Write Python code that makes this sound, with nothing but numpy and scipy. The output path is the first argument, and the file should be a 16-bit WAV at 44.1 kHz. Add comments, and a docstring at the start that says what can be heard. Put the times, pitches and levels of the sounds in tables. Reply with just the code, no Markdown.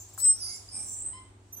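"""Marmosets calling in a wire cage

After thin whistles, a brief rustle and a knock, one gives a loud, pure rising whistle close by. Others answer
with trills and rasping, gliding screeches that ring in a hard-walled room. A bird peeps far off over mains hum,
fan tones, low room noise and shuffling. Voices are harmonics on moving pitches, the knocks are damped modes,
and the rustle, shuffling and room noise are coloured noise.
"""
import sys
import numpy as np
from scipy import signal
from scipy.fft import rfft, irfft
from scipy.io import wavfile

SR = 44100
rng = np.random.default_rng(int(sys.argv[2]) if len(sys.argv) > 2 else 0)


def to_wav(s):
    """Save 16-bit WAV."""
    ch = np.atleast_2d(s).T  # columns
    pcm = np.round(np.clip(ch, -1, 1) * 32767)  # PCM
    wavfile.write(sys.argv[1], SR, pcm.astype(np.int16))


N = 70560
TIME = np.arange(N) / SR


def from_db(db):
    """Decibels to gain."""
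    return 10 ** (np.asarray(db) / 20)


def rms_one(x):
    """Scale to unit rms."""
    return x / np.sqrt(np.mean(x ** 2) + 1e-20)


def in_time(rows):
    """Columns of a curve, interpolated over time at every sample."""
    s, *columns = np.transpose(rows)
    return [np.interp(TIME, s, c) for c in columns]


def at_hz(points, hz):
    """Read a table on a log-frequency axis."""
    f, v = np.transpose(points)
    return np.interp(np.log(np.maximum(hz, 1)), np.log(f), v)


def drift(rate_hz):
    """Smooth random motion of rms 1, made by low-passing noise at rate_hz."""
    sos = signal.butter(2, min(rate_hz, SR / 4), fs=SR, output="sos")
    settled = signal.sosfilt(sos, rng.standard_normal(2 * N))[N:]
    return rms_one(settled)


def gate(start, length):
    """Switch a sound on and off with soft edges."""
    edge_s = 0.0017
    from_edge = np.minimum(TIME - start, start + length - TIME)
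    return np.sin(np.pi / 2 * np.clip(from_edge / edge_s, 0, 1)) ** 2


def voice(hz, harmonics_db):
    """A tone on a moving pitch with its harmonics; a 0 dB harmonic has unit rms."""
    phase = 2 * np.pi * (np.cumsum(hz) / SR + rng.random())
    out = 0
    for k, db in enumerate(harmonics_db, 1):
        below_nyquist = k * hz < SR / 2
        out = out + from_db(db) * np.sin(k * phase) * below_nyquist
    return np.sqrt(2) * out


def noise(spectrum):
    """Coloured stereo noise of unit rms, most alike on both sides in the bass."""
    # left-right likeness: frequency_hz, likeness (0-1)
    likeness = [(60, 0.85), (160, 0.88), (350, 0.88), (700, 0.35), (2000, 0.1), (10000, 0.02)]
    hz = np.arange(N // 2 + 1) * SR / N
    alike = np.clip(at_hz(likeness, hz), 0, 1)
    mid, side = rfft(rng.standard_normal((2, N)))
    stereo = np.sqrt(1 + alike) * mid + np.sqrt(1 - alike) * side * [[1], [-1]]
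    return rms_one(irfft(from_db(at_hz(spectrum, hz)) * stereo, N))


def pan(x, db):
    """Place a sound by the level difference between sides; positive is left."""
    return x * from_db(np.array([[1], [-1]]) * db / 2)


def delay(x, seconds):
    """The same sound, later, by turning its phase in proportion to frequency."""
    turn = np.exp(-1j * np.pi * np.arange(N + 1) * SR / N * seconds)
    return irfft(rfft(x, 2 * N) * turn, 2 * N)[:N]


def at_ports(x, lag_ms):
    """The left microphone port hears the sound a little later than the right."""
    return np.array([delay(x, lag_ms / 1000), x])


def in_room(x, room_db):
    """Direct sound plus a dense noise tail, different on each side, each band dying at its own rate."""
    # reverberation time: frequency_hz, t60_s
    room_t60 = [(500, 0.14), (1000, 0.56), (4000, 0.37), (8000, 0.41), (15000, 0.26)]
    first_echo_s = 0.0038
    t = TIME[:N // 2]
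    edges = np.geomspace(400, 20000, 8)
    hz = np.arange(N // 2 + 1) * SR / N
    white = rfft(rng.standard_normal((2, N)))
    tail = 0
    for low, high in zip(edges, edges[1:]):
        band = irfft(white * (hz >= low) * (hz < high), N)[:, :len(t)]
        decay = np.exp(-np.log(1000) * t / at_hz(room_t60, np.sqrt(low * high)))
        tail = tail + band * decay * (t > first_echo_s)
    response = rms_one(tail) / np.sqrt(len(t))
    wet = signal.fftconvolve(x * np.ones((2, 1)), response, axes=1)[:, :N]
    return (x + from_db(room_db) * wet) / np.sqrt(1 + from_db(room_db) ** 2)


def hum():
    """Mains hum and fan tones, each wavering slightly in pitch and level."""
    # steady tones: pitch_hz, level_db
    tones = [(99.7, -57.5), (79, -68), (49, -70.5), (373.5, -71.5)]
    out = 0
    for hz, db in tones:
        out = out + voice(hz + .5 * drift(4.4), [db]) * from_db(0.35 * drift(2.38))
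    return out


def room_noise():
    """Soft coloured noise whose level moves slowly."""
    # relative spectrum: frequency_hz, density_db (per Hz)
    spectrum = [(25, -22.5), (45, 0.5), (100, 4), (170, -7.5), (350, -3.5), (520, -12), (750, -5.5),
                (1500, -15.5), (3200, -17), (8000, -6), (10500, -18), (13000, -29.5)]
    # level curve: time_s, level_db
    level = [(0, -56), (.55, -52.5), (.9, -58), (1.2, -65.5), (1.38, -71.5), (1.6, -61.5)]
    db, = in_time(level)
    return from_db(db) * noise(spectrum)


def shuffling():
    """The animals shuffle on the cage floor: low coloured noise that swells and fades."""
    # relative spectrum: frequency_hz, density_db (per Hz)
    spectrum = [(25, -14.5), (60, 5.5), (130, -6), (280, -1.5), (500, -10.5), (800, -9.5), (1500, -17.5),
                (4000, -23), (9000, -58.5)]
    # level curve: time_s, level_db
    level = [(0, -79), (.68, -69), (.77, -53.5), (.95, -59.5), (1.07, -56.5), (1.2, -58.5), (1.55, -62.5),
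             (1.6, -54)]
    db, = in_time(level)
    return from_db(db) * noise(spectrum)


def peeps():
    """A distant bird: short nasal notes, clear or hoarse, that scoop up to pitch, more room than direct."""
    # notes: start_s, length_s, pitch_hz, level_db, overtones_db, roughness (rms share of pitch)
    notes = [(.35, .05, 1400, -68, -20, .03), (.425, .05, 1350, -64, -20, .05),
             (0.46, 0.1, 2164, -66, -10, .006), (.73, .08, 2380, -64, -20, .035),
             (0.964, .12, 1860, -71, -29, .006), (1.13, 0.06, 1034, -54.5, -3.5, .002)]
    overtone_shape_db = [-1, .5, -8, -6]  # harmonics 2 to 5, added to overtones_db
    scoop_share, scoop_s = 0.045, 0.0077  # share of pitch a note starts low; time constant of the rise
    out = 0
    for s, length, hz, db, overtones_db, rough in notes:
        scoop = scoop_share * np.exp(-np.maximum(TIME - s, 0) / scoop_s)
        pitch = hz * (1 - scoop + rough * drift(190))
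        harmonics_db = [0] + [overtones_db + d for d in overtone_shape_db]
        out = out + voice(pitch, harmonics_db) * from_db(db) * gate(s, length)
    return in_room(out, room_db=1)


def rustle():
    """A short, bright brush of noise, made grainy by fast random level changes."""
    # relative spectrum: frequency_hz, density_db (per Hz)
    spectrum = [(2000, -14), (3200, -26.5), (4300, -4), (6000, -4), (10000, 2.5), (14000, 0), (15500, 3),
                (17000, -14.5)]
    start_s, attack_s, hold_s, fall_db_per_s = 0.1738, 0.018, .014, 556
    t = TIME - start_s
    attack = np.clip(t / attack_s, 0, 1)
    fall = from_db(-fall_db_per_s * np.maximum(t - attack_s - hold_s, 0))
    grain = from_db(-40.5 + 5.1 * drift(400))
    return in_room(pan(noise(spectrum) * attack * fall * grain, db=2.5), room_db=-6)


def knock():
    """Light blows ring the cage's damped modes, alternating in sign."""
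    # blows: time_s, level_db
    blows = [(.1775, -39), (.181, -98.5), (1.592, -55)]
    # what the cage rings with: pitch_hz, level_db (added to the blow's), t60_s
    modes = [(740, -7, 0.0342), (1060, -6.5, 0.049), (1308, -4.5, 0.042), (1580, -2.5, 0.011),
             (6900, 1.5, 0.017), (9200, 3, 0.0076), (13300, -8.5, 0.012)]
    out = 0
    for s, db in blows:
        t = np.maximum(TIME - s, 0)
        for k, (hz, mode_db, t60) in enumerate(modes):
            ring = np.sin(2 * np.pi * hz * t) * np.exp(-np.log(1000) * t / t60)
            out = out + (-1) ** k * from_db(db + mode_db) * ring
    return in_room(out, room_db=-10)


def thin_whistles():
    """Faint, short, nearly level notes: a fundamental and a weaker octave on a roughened pitch."""
    # notes: start_s, length_s, pitch_hz, glide_hz_per_s, level_db, octave_db (re fundamental)
    notes = [(0, 0.036, 7340, -500, -50, -9), (0.084, 0.023, 7570, -300, -56.5, -11),
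             (0.133, 0.018, 7420, -900, -50, -8)]
    waver = .005  # rms share of pitch
    out = 0
    for s, length, hz, glide, db, octave_db in notes:
        pitch = (hz + glide * (TIME - s)) * (1 + waver * drift(199.7))
        out = out + voice(pitch, [0, octave_db]) * from_db(db) * gate(s, length)
    return in_room(pan(out, db=3.5), room_db=-5.5)


def trills():
    """The pitch swings about thirty times a second; the octave is stronger than the fundamental."""
    # calls: start_s, length_s, pitch_hz, glide_hz_per_s, swing_hz, level_db, octave_db (re fundamental),
    # swell_s, swell_db, fade_db_per_s, room_db
    calls = [(0.399, 0.165, 5020, -1200, 240, -37.5, 1.5, 0.026, 12, -75, -6),
             (1.522, .032, 6075, -0.5, 40, -45.5, 4, 0.0073, 28, -150, -8),
             (1.563, .05, 6170, 3, 45, -46.5, 3.5, 0.006, 12, -190, -5)]
    swing_rate_hz = 29.5
    rough, fray_per_s2 = .002, .22  # rms share of pitch; a long trill frays into a rasp
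    out = 0
    for s, length, hz, glide, swing, db, octave_db, swell_s, swell_db, fade, room_db in calls:
        t = np.clip(TIME - s, 0, length)
        centre = hz + glide * t - swing * np.cos(2 * np.pi * swing_rate_hz * t)
        pitch = centre * (1 + (rough + fray_per_s2 * t ** 2) * drift(400))
        level = db - swell_db * np.maximum(1 - t / swell_s, 0) + fade * np.maximum(t - swell_s, 0)
        call = voice(pitch, [0, octave_db]) * from_db(level) * gate(s, length)
        out = out + in_room(pan(at_ports(call, lag_ms=0.2655), db=-4.5), room_db)
    return out


def screeches():
    """Gliding whistles broken into a rasp by uneven pitch swings, louder at the bottom of each swing."""
    # calls: octave_db (re fundamental), pan_db, curve of (time_s, pitch_hz, level_db, rasp_hz (rms swing))
    calls = [ (-17, -0.5, [(0, 6670, -35.5, 520), (.03, 6930, -67, 463), (.06, 6890, -51.5, 382)]),
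             (-11.5, -1, [(.205, 5293, -53, 212), (.23, 5315, -44.5, 177), (.32, 5650, -47.5, 196),
             (.42, 5833, -46.5, 406), (.48, 5880, -48, 505), (.53, 6190, -55, 658), (.57, 6400, -46, 600)]),
             (-45, 0, [(.49, 6810, -40, 264), (.52, 6650, -60, 310), (.545, 7510, -43.5, 129),
             (.6, 7410, -81, 197)]), (-13, -1, [(.685, 4950, -48, 56.6), (.705, 5086, -49, 100),
             (.76, 5607, -50, 350), (.85, 6220, -56, 400), (.93, 6346, -50, 372), (1.0, 7080, -82, 348)]),
             (-29, -3, [(.713, 9430, -52, 117), (.735, 8750, -43, 440), (.737, 8730, -37.5, 426),
             (.8, 8770, -35, 463), (.86, 8306, -44, 607), (.93, 8140, -39.5, 522), (1.0, 8070, -41, 490),
             (1.045, 8290, -38.5, 170), (1.062, 8315, -30.5, 87), (1.085, 8126, -43, 60),
             (1.125, 8253, -48.5, 44.8), (1.14, 7900, -82, 79.6)]), (-9, -2, [(.855, 7380, -52, 154),
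             (.875, 7550, -54, 203), (.95, 7410, -53, 201), (1.01, 7740, -81, 180),
             (1.05, 7700, -67, 172)])]
    rasp_rate_hz, uneven = 100, .35  # mean swing rate and its rms share of random change
    jitter, jitter_hz = .45, 230  # rms shake added to a swing of 1, and its bandwidth
    pulse_db, flutter_db = 3, 2  # level change per rms of pitch swing, and rms random level change
    out = 0
    for octave_db, pan_db, curve in calls:
        hz, db, rasp = in_time(curve)
        swing_rate = rasp_rate_hz * (1 + uneven * drift(60))
        swing = np.sin(2 * np.pi * np.cumsum(swing_rate) / SR)
        shake = rms_one(np.tanh(swing + jitter * drift(jitter_hz)))
        level = db - pulse_db * shake + flutter_db * drift(87)
        start, end = curve[0][0], curve[-1][0]
        cry = voice(hz + rasp * shake, [0, octave_db]) * from_db(level) * gate(start, end - start)
        out = out + pan(at_ports(cry, lag_ms=0.13), pan_db)
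    return in_room(out, room_db=0.5)


def whistle():
    """A close pure tone swells, creeps upward and ends in an upward flick; the enclosure rings on."""
    # pitch and level curve: time_s, pitch_hz, level_db
    curve = [(0.178, 7400, -55), (0.185, 7780, -41), (0.209, 7940, -38), (.228, 7986, -27.5),
             (.25, 8080, -19.5), (0.274, 8123, -18.5), (0.321, 8160, -20.5), (0.328, 8290, -26),
             (0.335, 8720, -32), (.342, 8900, -65)]
    waver = .0004  # rms share of pitch
    start_pan_db, pan_db_per_s = 12.5, -101.5  # the head turns
    ring_hz, ring_width_hz, ring_db = 8130, 11, -3.5  # near the held pitch
    hz, db = in_time(curve)
    start, end = curve[0][0], curve[-1][0]
    tone = voice(hz * (1 + waver * drift(130)), [0]) * from_db(db) * gate(start, end - start)
    resonator = signal.iirpeak(ring_hz, ring_hz / ring_width_hz, fs=SR)
    ring = signal.lfilter(*resonator, tone) * from_db(ring_db)
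    side_db = start_pan_db + pan_db_per_s * (np.clip(TIME, start, end) - start)
    direct = pan(at_ports(tone, lag_ms=0.14), side_db)
    return in_room(direct + pan(ring, db=-7), room_db=-20)


def scene():
    """All sources at the microphone."""
    background = hum() + room_noise() + shuffling() + peeps()
    cage = rustle() + knock()
    return background + cage + thin_whistles() + trills() + screeches() + whistle()


def record(dry):
    """The top is cut steeply, 70 dB down from 16.7 kHz."""
    return signal.sosfilt(signal.cheby2(16, 70, 16700, fs=SR, output="sos"), dry)


dry = scene()
out = record(dry)
to_wav(out)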